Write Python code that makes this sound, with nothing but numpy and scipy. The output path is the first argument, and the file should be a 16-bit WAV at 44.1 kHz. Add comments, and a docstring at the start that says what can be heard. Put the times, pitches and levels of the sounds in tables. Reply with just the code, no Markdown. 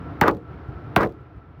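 """A hammer comes down twice on the sheet-steel roof of a car in an open field.
Each blow is a crack of noise and a pulse that slides down in pitch as it spreads through the sheet.
Fading noise makes the body shudder, wobbling sine tones make the roof ring,
smaller pulses are the roof slapping back, and short noise bursts are loose trim ticking.
Behind it, coloured noise makes wind in the grass and on the microphone, with a thin far whine;
this background is quieter after each blow."""
import sys
import numpy as np
from scipy import signal
from scipy.fft import rfft, irfft
from scipy.io import wavfile
from scipy.ndimage import uniform_filter1d, minimum_filter1d, map_coordinates

SR = 44100
rng = np.random.default_rng(int(sys.argv[2]) if len(sys.argv) > 2 else 0)


def int16_out(signal):
    """Quantize to a 16-bit WAV file."""
    q = np.round(np.clip(np.atleast_2d(signal).T, -1, 1) * 32767)
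    wavfile.write(sys.argv[1], SR, q.astype(np.int16))


N = 70560  # samples: 1.6 s


def amp(db):
    """Turn decibels into a gain."""
    return 10 ** (np.asarray(db) / 20)


def unit(x):
    """Scale a sound to rms 1."""
    return x / np.sqrt(np.mean(x ** 2) + 1e-20)


def along(points, hz):
    """Read a curve of (f/Hz, value) points, with frequency on a log axis."""
    f, v = np.transpose(points)
    return np.interp(np.log(hz + 1), np.log(f + 1), v)


def bump(hz, centre_hz, octaves):
    """A bell of height 1 on a log-frequency axis."""
    return np.exp(-(np.log2((hz + 1) / centre_hz) / octaves) ** 2)


def since(s):
    """Seconds since time s, zero before it."""
    return np.maximum(np.arange(N) / SR - s, 0)


def wobble(rate):
    """A smooth random curve through `rate` random points a second."""
    points = rng.standard_normal(N // 20)
    return map_coordinates(points, [np.arange(N) * rate / SR], mode="mirror")


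def filtered(x, response):
    """Multiply the spectrum of x by a response to frequency; zero padding limits wrap-around."""
    hz = np.fft.rfftfreq(2 * N, 1 / SR)
    return irfft(rfft(x, 2 * N) * response(hz))[:N]


def noise(spectrum):
    """Random noise coloured by (f/Hz, level/dB) points, at rms 1."""
    white = rng.standard_normal(N)
    return unit(filtered(white, lambda hz: amp(along(spectrum, hz))))


def envelope(s, attack, hold, t60):
    """Rise at time s, hold, then fade by 60 dB in every t60 seconds."""
    rise = 1 - np.exp(-since(s) / attack)
    fade = np.exp(-np.log(1000) * since(s + hold) / t60)
    return rise * fade


def causal(gain):
    """The response with these gains that never sounds before its cause (minimum phase)."""
    cepstrum = irfft(np.log(np.maximum(gain, 1e-6)))
    # fold the backward-in-time half onto the forward half
    cepstrum[1:N] *= 2
    cepstrum[N + 1:] = 0
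    return np.exp(rfft(cepstrum))


def bending_wave(s, colour_db, bend):
    """A pulse of energy 1 spread by the sheet: bending waves carry treble fast and bass slowly."""
    hz = np.fft.rfftfreq(2 * N, 1 / SR)
    pulse = causal(amp(colour_db(hz)))
    # this phase delays each frequency by s + bend / sqrt(hz) seconds
    delay = np.exp(-2j * np.pi * (hz * s + 2 * bend * np.sqrt(hz)))
    wave = irfft(pulse * delay)[:N]
    return wave / np.linalg.norm(wave)


# the hammer blows, one for each spot struck:
# t/s, level/dB, shudder level/dB, shudder hold/s, ring level/dB, multiple of the usual fade time
HAMMER_BLOWS = [(0.211, -2, 1, 0.079, -3.5, 1), (.9608, -1, -1.5, 0.076, -4.5, .95)]
# colour of the bending wave: f/Hz, level/dB at first spot, level/dB at second spot
WAVE_COLOUR = [(25.4, -11, -41), (55, -4.5, 1.5), (162, 6.5, 8), (300.5, 3, 1.5), (553, -15, -9.5),
               (700, -10, 9.5), (880, 9.5, 1), (1000, -11, 0), (1590, -17, 1.5), (1620, -8, -20),
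               (2120, -7.5, -16.5), (2754, -14.5, -14), (3800, -35, -22.5), (5000, -23.5, -41),
               (7840, -34, -46), (10200, -47, -26.5), (12000, -31, -50), (15400, -35.5, -25),
               (16500, -42, -42)]
# colour of the crack of steel on steel: f/Hz, level/dB
CRACK_COLOUR = [(300, -15), (1500, 7.5), (2800, 6), (4500, -4), (7500, -20.5), (10500, -16.5),
                (12200, -18.5), (15000, -10), (16500, -13.5)]
BEND_S_ROOT_HZ = 0.13  # a bending wave arrives this over the root of its frequency late
WAVE_DB, CRACK_DB = 17.5, -15
CRACK_T60_S, CRACK_TAIL_DB, CRACK_TAIL_T60_S = 0.015, -10, 0.085  # tail level is relative to the snap


def hammer():
    """Steel meets steel: a snap with a short crackle, and a bending wave that falls in pitch."""
    out = np.zeros(N)
    for spot, (s, db, *_) in enumerate(HAMMER_BLOWS):
        colour = [(hz, levels[spot]) for hz, *levels in WAVE_COLOUR]
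        wave = bending_wave(s, lambda hz: along(colour, hz), BEND_S_ROOT_HZ)
        front = s + BEND_S_ROOT_HZ / np.sqrt(6500)  # when the wave's 6500 Hz part arrives
        snap = envelope(front, 0.00007, 0.0008, CRACK_T60_S)
        tail = amp(CRACK_TAIL_DB) * envelope(front, 0.0015, 0.00095, CRACK_TAIL_T60_S)
        crack = (snap + tail) * noise(CRACK_COLOUR)
        out += amp(db) * (amp(WAVE_DB) * wave + amp(CRACK_DB) * crack)
    return out


# colour of the shuddering body: f/Hz, level/dB
SHUDDER_COLOUR = [(25, -27), (60, -1), (130, -1), (250, -3.5), (450, 2.5), (680, -2.5), (1200, -1),
                  (1650, -6.5), (2300, -15.5), (3200, -30.5), (5000, -43.5), (7500, -54), (15500, -68)]
# how long each part of the shudder takes to fade by 60 dB: f/Hz, fade time/s
SHUDDER_FADE = [(60, 0.33), (300, 0.35), (550, .2), (900, 0.12), (1600, 0.045), (4000, 0.068),
                (12000, 0.38)]
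SHUDDER_DB = -19


def shudder(slack_db=-4, slack_s=0.018):
    """Criss-crossing waves as dense noise that slackens between blow and rebound; each band has its own fade."""
    out = np.zeros(N)
    for s, _, db, hold, _, decay in HAMMER_BLOWS:
        dip = np.exp(-((since(s) - hold / 2) / slack_s) ** 2)
        dense = noise(SHUDDER_COLOUR) * amp(slack_db * dip)
        # split into overlapping bands that add back up to the whole
        for (centre, t60), own in zip(SHUDDER_FADE, np.eye(len(SHUDDER_FADE))):
            share = [(f, w) for (f, _), w in zip(SHUDDER_FADE, own)]
            band = filtered(dense, lambda hz: along(share, hz))
            arrival = s + BEND_S_ROOT_HZ / np.sqrt(centre)
            out += amp(SHUDDER_DB + db) * band * envelope(arrival, 0.0013, hold, decay * t60)
    return out


# roof modes (the tones it can ring at); each spot struck stirs them differently:
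# f/Hz, level/dB at first spot, level/dB at second spot, time to fade by 60 dB/s
ROOF_MODES = [(193.5, -27, -26, 0.18), (310.5, -20, -31, 0.32), (335.5, -30, -20.5, 0.31),
              (387, -27, -31, 0.31), (448, -33.5, -28.5, 0.35), (474.7, -24, -39, 0.35),
              (556.7, -29, -23.5, 0.17), (714, -26.5, -36, 0.25), (835, -26, -38, .16),
              (962, -27.5, -28, .14), (1040, -33, -33.5, 0.19), (1098, -31, -28.5, 0.081),
              (1194, -24.5, -37, 0.072), (1225, -30, -31, 0.11), (1447, -28, -33, 0.1),
              (1950, -33, -33.5, 0.058)]
MODE_ATTACK_S = 0.014  # the modes build up as the wave fills the roof


def ring(rough=0.49, rough_rate=45):
    """The roof's modes as fading sine tones, their phase unsteady while the sheet flexes."""
    out = np.zeros(N)
    for spot, (s, _, _, hold, db, decay) in enumerate(HAMMER_BLOWS):
        for hz, *levels, t60 in ROOF_MODES:
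            phase = 2 * np.pi * (hz * since(s) + rng.random()) + rough * wobble(rough_rate)
            loudness = amp(db + levels[spot]) * envelope(s, MODE_ATTACK_S, hold, decay * t60)
            out += loudness * np.sin(phase)
    return out


# the roof slaps back against its ribs: t/s, level/dB, pitch f/Hz
ROOF_SLAPS = [(0.2228, -4.5, 950), (0.2353, -4, 1520), (0.2404, -13, 603), (.2550, -11, 1270),
              (0.2678, -6.5, 484), (.2710, -12, 1150), (.2790, -1, 1190), (.2900, -5.5, 308),
              (0.9758, -7, 1400), (0.9869, -9.5, 995), (1.0058, -6.5, 1150), (1.0230, -13, 442),
              (1.0293, -8.5, 207), (1.0420, -13, 435), (1.0592, -12, 321)]
# colour shared by all slaps: f/Hz, level/dB
SLAP_COLOUR = [(60, -17), (200, 0), (400, 4.5), (700, -4), (1250, -8.5), (1900, -11), (3000, -32.5),
               (7000, -50.5), (16000, -45)]
SLAP_DB = 13
SLAP_PEAK_DB, SLAP_OCTAVES = 16, 0.22  # each slap rings in one resonance: its height and width


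def slap_back(bend=0.1):
    """Dull slaps of the roof: small bending waves, each with one resonance at its own pitch."""
    out = np.zeros(N)
    for s, db, pitch in ROOF_SLAPS:
        def colour_db(hz):
            """Shared slap colour plus this slap's resonance."""
            return along(SLAP_COLOUR, hz) + SLAP_PEAK_DB * bump(hz, pitch, SLAP_OCTAVES)
        out += amp(SLAP_DB + db) * bending_wave(s, colour_db, bend)
    return out


# loose trim ticks: t/s, level/dB
TRIM_TICKS = [(.2312, -12), (.2432, -16), (0.277, -5), (0.28, 2.5), (0.2815, 2.5), (0.286, -6),
              (.2935, -19), (.3064, -23), (.3116, -14), (0.3484, -22.5), (.3686, -23.5), (1.0084, -4.5),
              (1.0140, -9), (1.0184, -11), (1.0312, -6), (1.0326, -7.5), (1.0494, -14.5), (1.069, -23),
              (1.0728, -31), (1.093, -28), (1.1225, -30)]
# colour of ticks and chatter: f/Hz, level/dB
TICK_COLOUR = [(300, -14), (1500, 16), (3500, 11.5), (5500, 5.5), (8000, -7), (11000, -3.5), (15500, -0.5)]
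TICK_DB, TICK_T60_S = -26, 0.0086


def loose_trim(chatter_db=-54, chatter_t60=0.25, spiky_db=5):
    """Loose parts knock as the body shakes: sharp ticks and a fine chatter, both from one noise."""
    ticks = sum(amp(TICK_DB + db) * envelope(s, 0.0006, 0.00068, TICK_T60_S) for s, db in TRIM_TICKS)
    shaking = sum(envelope(s, 0.005, hold, chatter_t60) for s, _, _, hold, *_ in HAMMER_BLOWS)
    spikes = unit(amp(spiky_db * wobble(600)))
    chatter = amp(chatter_db) * shaking * spikes
    return (ticks + chatter) * noise(TICK_COLOUR)


# colour of the wind in the grass: f/Hz, level/dB
GRASS_COLOUR = [(30, -16), (140, 5), (205, -0.5), (305, 4), (420, 0.5), (560, -5.5), (705, -2), (850, -6.5),
                (1250, -7.5), (1480, -9), (2100, -17.5), (3500, -29), (5500, -40.5), (8000, -64.5),
                (14500, -51), (16000, -61)]
WHINE_HZ, WHINE_WIDTH_HZ = 1332, 36
WHINE_DB = -10.5  # relative to the grass


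def open_air(background_db, flutter_db=0.54):
    """Wind in the grass as gently fluttering noise, and a far whine as a very narrow band of noise."""
    grass = noise(GRASS_COLOUR) * amp(flutter_db * wobble(14.64))
    white = rng.standard_normal(N)
    whine = unit(filtered(white, lambda hz: 1 / (1 + ((hz - WHINE_HZ) / WHINE_WIDTH_HZ) ** 2)))
    return amp(background_db) * (grass + amp(WHINE_DB) * whine)


# gusts that thump the microphone: t/s, added level/dB
WIND_GUSTS = [(.035, 3.5), (.69, 9), (.85, 3), (1.21, 9), (1.372, 10.5), (1.508, 3.5), (1.595, 12.5)]
# colour of the wind's rumble: f/Hz, level/dB
RUMBLE_COLOUR = [(20, -32), (35, -43), (55, -0.5), (75, 3.5), (120, 0), (180, -9.5), (400, -53),
                 (1500, -70)]
# colour of a low rush of wind, strongest before the first blow and fainter when the background is low:
# f/Hz, level/dB
LOW_RUSH_COLOUR = [(50, -19), (130, 1.5), (200, -4.5), (300, 3.5), (420, -12), (700, -27), (2000, -64.5)]
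GUST_S = 0.012  # spread of a gust to either side of its peak
RUMBLE_DB, RUMBLE_FOLLOWS = -43.5, 1  # dB of change per dB of background level
LOW_RUSH_DB, LOW_RUSH_GROWS = -43, 2.16  # dB of change per dB of background level


def microphone_wind(background_db, buffet_db=0.34):
    """Wind buffets the microphone: low noise that follows the background level, with gusts in its rumble."""
    gust_db = sum(db * np.exp(-((since(0) - s) / GUST_S) ** 2 / 2) for s, db in WIND_GUSTS)
    rumble_db = RUMBLE_DB + RUMBLE_FOLLOWS * (background_db - background_db.mean())
    rumble = noise(RUMBLE_COLOUR) * amp(rumble_db + gust_db + buffet_db * wobble(16.72))
    rush_db = LOW_RUSH_DB + LOW_RUSH_GROWS * (background_db - background_db.max())
    low_rush = noise(LOW_RUSH_COLOUR) * amp(rush_db)
    return rumble + low_rush


# level of the background over time, lower after each blow; it climbs back before the second:
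# t/s, level/dB
BACKGROUND_LEVEL = [(0, -41), (0.191, -41), (.3, -49), (.42, -49.5), (.5, -43.5), (0.779, -43),
                    (0.941, -41.5), (1.08, -49.5), (1.22, -49.5), (1.35, -50), (1.6, -52)]


def field():
    """The background: open air and wind on the microphone, both quieter after each blow."""
    background_db = np.interp(since(0), *np.transpose(BACKGROUND_LEVEL))
    return open_air(background_db) + microphone_wind(background_db)


def scene():
    """The car under the hammer, in open air."""
    car = hammer() + shudder() + ring() + slap_back() + loose_trim()
    return (car + field())[None]


LOW_CUT_HZ, TOP_HZ = 30, 16250  # microphone's low cut, recorder's upper limit
CEILING, LOOK_S = 0.73, 0.0013  # limiter: highest level let through, and length of its gain window


def record(dry):
    """A low cut, a fast limiter that turns down peaks, then the recorder's steep upper limit."""
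    low_cut = signal.butter(2, LOW_CUT_HZ, "highpass", fs=SR, output="sos")
    x = signal.sosfilt(low_cut, dry[0])
    size = max(int(LOOK_S * SR), 1)
    needed = CEILING / np.maximum(np.abs(x), CEILING)
    gain = uniform_filter1d(minimum_filter1d(needed, size), size)
    return filtered(x * gain, lambda hz: 1 / (1 + (hz / TOP_HZ) ** 160))[None]


dry = scene()
out = record(dry)
int16_out(out)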